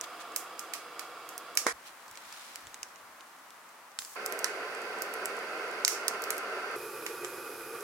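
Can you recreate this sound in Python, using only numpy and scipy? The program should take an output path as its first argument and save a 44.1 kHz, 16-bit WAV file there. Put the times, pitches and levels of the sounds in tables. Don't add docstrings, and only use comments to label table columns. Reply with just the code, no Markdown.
import sys
import numpy as np
from scipy import signal
from scipy.fft import rfft, irfft, next_fast_len
from scipy.io import wavfile
from scipy.ndimage import uniform_filter1d, minimum_filter1d, map_coordinates

SR = 44100
rng = np.random.default_rng(int(sys.argv[2]) if len(sys.argv) > 2 else 0)


def generate_wav(sig):
    pcm = np.round(np.clip(np.atleast_2d(sig).T, -1, 1) * 32767).astype(np.int16)
    wavfile.write(sys.argv[1], SR, pcm)


N = 345285
TIME = np.arange(N) / SR
HIT_TIME = np.arange(SR // 8) / SR
LEAD, TAIL = 512, 12288

CUTS = [0.001, 1.726, 4.158, 6.759, 7.9]
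# frequency in Hz, left and right relative level in dB, stereo correlation.
FOREST_SPECTRUM = [(30, -33.2, -32.7, 0.95), (100, -26, -25, 0.9), (241, -11.5, -11.5, 1),
                   (420, -11, -11.5, 0.9), (630, -5.5, -5.5, 0.81), (1120, 0.5, -0.8, 0.65),
                   (1350, -0.8, -3.5, 0.57), (1900, -6, -6, 0.4), (3480, -15.5, -15.5, 0.12),
                   (6000, -17, -16.5, 0.12), (9150, -19, -17.5, 0.12), (12500, -20.5, -20.5, 0.17),
                   (15500, -23.2, -23, 0.15)]
SIDE_SPECTRUM = [(30, -42, -44, 0.98), (100, -21, -21, 0.96), (210, -14.5, -13, 1), (390, -4, -2.5, 1),
                 (620, -3, -1, 0.97), (1000, -1.5, -2, 0.87), (1400, -1.5, 0.5, 0.97), (1930, -8, -5, 0.61),
                 (3080, -10.5, -8.5, 0.53), (5960, -17, -16, 0.12), (9300, -18.5, -17, 0.2),
                 (12400, -22.5, -21, 0.2), (15500, -23, -21, 0.24)]
CLOSE_SPECTRUM = [(30, -49, -48, 0.9), (100, -30, -30, 0.99), (224, -16.5, -16.5, 1.0), (387, -5, -6, 0.99),
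                  (615, -1, -1.5, 0.96), (1035, -11, -11, 0.75), (1360, 2.4, 3, 0.79),
                  (1920, -13.5, -12.5, 0.087), (3500, -16, -18.5, -0.42), (5700, -23.5, -18, 0.33),
                  (8950, -31.5, -31, 0.23), (12500, -32, -30.5, 0.35), (15500, -34.8, -32, 0.2)]
ABOVE_SPECTRUM = [(30, -56, -58, 0.99), (100, -20, -20, 1.0), (220, -16.5, -17, 1), (415, -2, -1, 0.99),
                  (630, -10.5, -9, 0.97), (1000, -14, -15, 0.89), (1400, -12, -8, 0.98),
                  (1920, -15.5, -12.5, 0.99), (3450, -19, -19, 0.44), (6000, -20.5, -18, 0.43),
                  (9000, -25, -19.5, 0.37), (12500, -24.5, -20.5, 0.3), (15500, -23, -26, 0.18)]
# frequency in Hz, relative level in dB.
CLOTH_SPECTRUM = [(80, -45), (300, -18), (1500, 6), (4000, 5.5), (9000, -0.5), (16000, -9.5)]
FLUTTER_SPECTRUM = [(20, -12), (50, -4), (90, -2), (150, -9), (300, -37), (900, -90)]
STEAM_SPECTRUM = [(800, -25), (3000, -7), (7000, 1.5), (11000, -3), (16000, -5)]
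SNAP_SPECTRUM = [(150, -38), (500, -21), (1200, -8.5), (2200, -2), (3400, -5), (5500, 3), (8000, 3.5),
                 (12000, -5), (15800, -10.5)]
CLANK_SPECTRUM = [(40, -38), (160, -27), (250, -10), (480, -3), (720, -10), (1400, -2), (2300, -3.5),
                  (2650, -22), (4500, -13), (7000, -13), (10500, -16.5), (13000, -29), (16000, -30)]
# frequency in Hz, time to fall 60 dB in seconds.
TREE_REVERB = [(200, 0.14), (1500, 0.26), (5000, 0.3), (9000, 0.27), (15000, 0.22)]
# time in seconds, relative level in dB.
FOREST_LEVELS = [(1.75, -56.5), (2.3, -56), (4.1, -58.5)]
# peak in seconds, relative level in dB, half length in seconds.
JACKET_STROKES = [(.042, -45, 0.011), (.21, -48, 0.012), (.8, -78, 0.062), (1.875, -51.5, 0.028),
                  (2.41, -53, 0.27)]
FLARES = [(1.748, -57.5, .02), (1.9, -70, .03), (2.122, -60, .022), (2.668, -60.5, .042), (2.81, -71, .025),
          (3.04, -71, .06)]
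# start in seconds, relative level, body and brightness in dB, ring in Hz.
POPS = [(2.0813, -50, -8, 0, 4400), (2.1127, -47, -5, 7, 3100), (2.1556, -47, 15, -2, 5800),
        (2.1738, -42, 9, -8, 3940), (2.3262, -43, 10, -2, 5160), (2.558, -36.5, 9.5, 5, 4940),
        (2.67, -44.5, 5, -5, 3400), (2.7438, -39, 6, -3, 3300), (2.831, -32.5, 6, -4, 5460),
        (2.959, -49, 6, -12, 2500), (3.2079, -48.5, 2, -21, 3120), (3.5058, -50.5, 4, 4, 3400),
        (3.9889, -28.5, 2.5, -11, 3730), (4.0212, -42, 12, -5, 5800), (4.0493, -40, -6, -5, 5000)]
# relative level, body and brightness in dB.
FAINT_POP = (-61, 2, -3)
# start in seconds, relative level, body and brightness in dB, ring in Hz,
# chatter decay in seconds.
TICKS = [(0.0117, -33.5, 3, 3, 7050, 0.00035), (0.3619, -25.5, 2, 14.5, 6670, 0.0016),
         (0.5933, -34.5, 5, 11, 6600, 0.0015), (0.736, -32, 9, 6.5, 4500, 0.003),
         (0.9941, -34.5, 10, 6, 4460, 0.0016), (1.2902, -41, 6, 12, 6600, 0.0018),
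         (1.3795, -35, -4, 15.5, 6600, 0.0003), (1.5532, -41.5, -10, 6, 12000, 0.0014),
         (1.5731, -19.5, 5, 5, 5570, 0.0018), (4.2619, -29, -3, 11, 7540, 0.00032),
         (4.3241, -35, 9, 2, 11200, 0.0007), (4.391, -35.5, -5, 14, 7500, 0.0004),
         (4.4442, -24.5, 4, 0, 4600, 0.0006), (5.021, -30.5, -15, 13, 5940, 0.0004),
         (5.1391, -38, -15, 4, 11300, 0.0003), (5.2572, -30.5, 6, 9, 8100, 0.0005),
         (5.8493, -12.5, -1, -6, 5730, 0.00057), (5.879, -15.5, 5.5, 6, 5500, 0.0014),
         (6.0814, -22.5, 1, 5.5, 5400, 0.0004), (6.221, -37.5, -8, 11, 14000, 0.00082),
         (6.2395, -35.5, -9, 9, 4500, 0.00065), (6.3051, -26.5, 9.5, 2.5, 11200, 0.00093),
         (6.3808, -37.5, -15, -2, 13000, 0.00052), (7.064, -32.5, 16.5, 2, 4940, 0.002),
         (7.247, -35, 11, -8, 8500, 0.0015)]
FAINT_TICK = (-49.5, -2, 1, 9000, .0004)
# start in seconds, relative level in dB.
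CLANKS = [(1.6666, -17), (4.4441, -28)]
# frequency in Hz, width in Hz, lift in dB.
POT_MODES = [(454, 69, 4.5), (1030, 66, 2), (1390, 81, 0.5), (1840, 64, 4)]
# frequency in Hz, width in Hz, left and right lift in dB.
SIDE_PEAKS = [(322, 17, 8, 5), (483, 34, 7.5, 4.5), (711, 54, 6.5, 7.5), (1164, 128, 8, 8),
              (1372, 45, 6.5, 6.5), (2268, 21, 10.5, 10), (2710, 39, 7, 6.5), (3340, 70, 7.5, 5),
              (4907, 230, 6, 6)]
CLOSE_PEAKS = [(210, 8.4, 4.5, 6.5), (420, 84, 6, 8.5), (748, 82, 1.4, 4.5), (1023, 75, 0.5, 13.5),
               (1410, 73, 1, 1.5), (1558, 35, -3, 10), (1656, 31, -4.5, -9), (2054, 345, 10, 7),
               (2350, 45, -12, -11), (2580, 400, 2, 10.5), (3790, 310, -2.5, 0), (4688, 320, 4, 6.5),
               (8350, 672, 2, 3), (9930, 960, 4.5, 8)]
ABOVE_PEAKS = [(134, 12, 7, 7.5), (349, 22, 7.5, 8), (455, 96, 9.5, 9), (640, 25, -5, -5),
               (924, 170, 6, 8.5), (1070, 28, -7, -8), (1172, 68, 10.5, 11.5), (1414, 174, 9.5, 10),
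               (1930, 70, 1, 4.5), (2480, 127, 11.5, 13), (5040, 290, 4, 4), (9900, 260, 3, 2),
               (11200, 2240, 9.6, 5.5), (11700, 520, 2.5, 1.5), (13500, 300, 3, 4)]
# time in seconds, relative level in dB, extra jet hiss in dB.
SIDE_FLAME = [(0, -44, -1), (.8, -45, -1), (1.7, -45.5, -0.5)]
CLOSE_FLAME = [(4.15, -39, -0.12), (6.2, -38.2, -0.33), (6.75, -38.5, 0.048)]
ABOVE_FLAME = [(6.75, -43.5, 0), (7.83, -44.5, 0)]


def amp(db):
    return 10 ** (np.asarray(db) / 20)


def unit(x):
    return x / np.sqrt(np.mean(x ** 2) + 1e-20)


def unit_energy(x):
    return x * np.sqrt(.005 * SR / np.sum(x ** 2))


def along(points, hz):
    knots_hz, *columns = np.transpose(points)
    return np.array([np.interp(np.log(hz + 1), np.log(knots_hz), c) for c in columns])


def curves(rows):
    knots_s, *columns = np.transpose(rows)
    return np.array([np.interp(TIME, knots_s, c) for c in columns])


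def wobble(rate):
    return map_coordinates(rng.standard_normal(int(N * rate / SR) + 4), [TIME * rate])


def swells(rows, steepness):
    return sum(amp(db) / (1 + ((TIME - s) / half) ** 2) ** steepness for s, db, half in rows)


def bell(x, centre, width):
    return np.exp(-((x - centre) / width) ** 2)


def filtered(x, response):
    n = x.shape[-1]
    size = next_fast_len(n + 2048, real=True)
    return irfft(rfft(x, size) * response(np.fft.rfftfreq(size, 1 / SR)), size)[..., :n]


def noise(spectrum, channels=2):
    return unit(filtered(rng.standard_normal((channels, N)), lambda hz: amp(along(spectrum, hz))))


def add(track, s, sound):
    part = track[:, max(round(s * SR), 0):][:, :sound.shape[-1]]
    part += sound[..., :part.shape[-1]]


def turbulence(spectrum, peaks=()):
    size = next_fast_len(N)
    hz = np.fft.rfftfreq(size, 1 / SR)
    left_db, right_db, correlation = along(spectrum, hz)
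    level_db = np.array([left_db, right_db])
    for centre, width, *lift_db in peaks:
        level_db += np.outer(lift_db, bell(hz, centre, width))
    angle = np.arccos(np.clip(correlation, -1, 1)) / 2
    mid, side = rfft(rng.standard_normal((2, size))) * [np.cos(angle), np.sin(angle)]
    return unit(irfft(np.array([mid + side, mid - side]) * amp(level_db), size)[:, :N])


def strike(response, decay_s, echo_db, scatter_db=-17, scatter_s=0.0052, rise_s=0.0008, spread=0.78):
    air = rng.standard_normal(len(HIT_TIME)) + spread * rng.standard_normal((2, len(HIT_TIME)))
    burst = air * (np.exp(-HIT_TIME / decay_s) + amp(scatter_db) * np.exp(-HIT_TIME / scatter_s))
    hz, t, diffuse = signal.stft(rng.standard_normal((2, TAIL)), SR, nperseg=256)
    envelope = amp(-60 * t / along(TREE_REVERB, hz).T) * (1 - np.exp(-t / rise_s))
    _, tail = signal.istft(diffuse * envelope, SR, nperseg=256)
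    padded = (np.pad(x, ((0, 0), (LEAD, TAIL + LEAD - x.shape[1]))) for x in (burst, tail))
    direct, echo = (unit_energy(filtered(x, response)) for x in padded)
    return direct + amp(echo_db) * echo


def snap(body_db, bright_db, ring_hz, decay_s, echo_db, ring_db=6, ring_width=0.29):
    tilt = [(2400, body_db), (4500, 0), (7500, 0), (13000, bright_db)]
    ring = lambda hz: ring_db * bell(np.log(hz + 1), np.log(ring_hz), ring_width)
    return strike(lambda hz: amp(along(SNAP_SPECTRUM, hz) + along(tilt, hz) + ring(hz)), decay_s, echo_db)


def forest(gain_db=5.0):
    return amp(curves(FOREST_LEVELS) + gain_db) * turbulence(FOREST_SPECTRUM)


def jacket(gain_db=3.0, grain_db=2.0):
    grain = amp(gain_db + grain_db * wobble(300))
    return swells(JACKET_STROKES, steepness=1.7) * grain * noise(CLOTH_SPECTRUM)


def flutter(gain_db=-8.0, floor_db=-88, swing_db=6):
    envelope = swells(FLARES, steepness=1.6) + amp(floor_db + swing_db * wobble(12))
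    return amp(gain_db) * envelope * noise(FLUTTER_SPECTRUM, channels=1)


def steam(start_s=3.988, steady_db=-50.5, spurt_db=10, spurt_s=.04, rise_s=.006, sputter_db=1.0):
    age = np.maximum(TIME - start_s, 0)
    level_db = steady_db + spurt_db * np.exp(-age / spurt_s) + sputter_db * wobble(500)
    return np.minimum(age / rise_s, 1) * amp(level_db) * noise(STEAM_SPECTRUM)


def crackle(gain_db=2, echo_db=-13, faint_count=16, spread_db=4, db_per_doubling=13):
    track = np.zeros((2, N))
    faint_db, *faint_timbre = FAINT_POP
    faint = [(CUTS[1] + when * (CUTS[2] - CUTS[1]), faint_db + spread_db * (2 * size - 1),
              *faint_timbre, 3000 + 5000 * pitch) for when, size, pitch in rng.random((faint_count, 3))]
    for s, db, *timbre in POPS + faint:
        decay_s = 0.00059 * 2 ** ((db + 40) / db_per_doubling)
        pop = snap(*timbre, decay_s, echo_db, ring_db=8, ring_width=0.19)
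        add(track, s - LEAD / SR, amp(db + gain_db) * pop)
    return track * amp([[-1.2], [.8]])


def pot_ticks(left_db=1.5, right_db=6.0, lag_s=.00016, faint_count=16, spread_db=4):
    track = np.zeros((2, N))
    faint_db, *faint_timbre = FAINT_TICK
    faint = [(when * N / SR, faint_db + spread_db * (2 * size - 1), *faint_timbre)
             for when, size in rng.random((faint_count, 2))]
    for s, db, body_db, bright_db, ring_hz, decay_s in TICKS + faint:
        echo_db = -7.5 + 3.5 * np.log2(decay_s / .001)
        tick = amp(db) * snap(body_db, bright_db, ring_hz, decay_s, echo_db)
        add(track, s + lag_s - LEAD / SR, tick * [[amp(left_db)], [0]])
        add(track, s - LEAD / SR, tick * [[0], [amp(right_db)]])
    return track


def pot_clanks(decay_s=0.0022, echo_db=-0.5):
    track = np.zeros((2, N))
    wall_db = lambda hz: sum(lift * bell(hz, centre, width) for centre, width, lift in POT_MODES)
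    for s, db in CLANKS:
        hit = strike(lambda hz: amp(along(CLANK_SPECTRUM, hz) + wall_db(hz)), decay_s, echo_db)
        bass = filtered(hit, lambda hz: 1 / (1 + (hz / 700) ** 4))
        treble = (hit - bass) * amp([[-2.5], [2]])
        add(track, s - LEAD / SR, amp(db) * (1.07 * bass.mean(axis=0) + treble))
    return track


def burner(flame, spectrum, peaks, gain_db, flicker_db, hollow_db_per_s=0, gap_hz=1310, gap_width_hz=140):
    level_db, jet_db = curves(flame)
    gas = turbulence(spectrum, peaks)
    jet = filtered(gas, lambda hz: 1 - 1 / (1 + (hz / 3500) ** 4))
    hollow = filtered(gas, lambda hz: bell(hz, gap_hz, gap_width_hz))
    midway_s = (flame[0][0] + flame[-1][0]) / 2
    roar = gas - jet + hollow * (amp(hollow_db_per_s * (TIME - midway_s)) - 1)
    flicker = amp(flicker_db * (.5 * wobble(9.9) + wobble(45)))
    return amp(level_db + gain_db) * (roar * flicker + jet * amp(jet_db))


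def scene():
    pot = pot_ticks() + pot_clanks()
    cloth = jacket()
    side = burner(SIDE_FLAME, SIDE_SPECTRUM, SIDE_PEAKS, gain_db=-0.4, flicker_db=-0.36)
    campfire = forest() + flutter() + steam() + crackle()
    close = burner(CLOSE_FLAME, CLOSE_SPECTRUM, CLOSE_PEAKS, gain_db=1.05, flicker_db=.5,
                   hollow_db_per_s=2.15)
    above = burner(ABOVE_FLAME, ABOVE_SPECTRUM, ABOVE_PEAKS, gain_db=3.0, flicker_db=1.0)
    views = [side + pot + cloth, campfire + cloth, close + pot, above + pot]
    gates = [1.0 * ((TIME >= start) & (TIME < end)) for start, end in zip(CUTS, CUTS[1:])]
    return sum(uniform_filter1d(gate, size=128) * view for gate, view in zip(gates, views))


def limiter(x, ceiling_db=-2.5, hold_s=0.032, release_db_per_s=130):
    peak_db = 20 * np.log10(np.abs(x).max(axis=0) + 1e-9)
    need_db = np.minimum(ceiling_db - peak_db, 0)
    hold = 2 * int(hold_s * SR / 2) + 1
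    held_db = minimum_filter1d(need_db, hold, origin=hold // 2)
    climb_db = release_db_per_s * TIME
    gain_db = np.minimum.accumulate(held_db - climb_db) + climb_db
    return x * amp(uniform_filter1d(minimum_filter1d(gain_db, size=65), size=65))


def record(dry):
    return filtered(limiter(dry), lambda hz: hz < 15950)


dry = scene()
out = record(dry)
generate_wav(out)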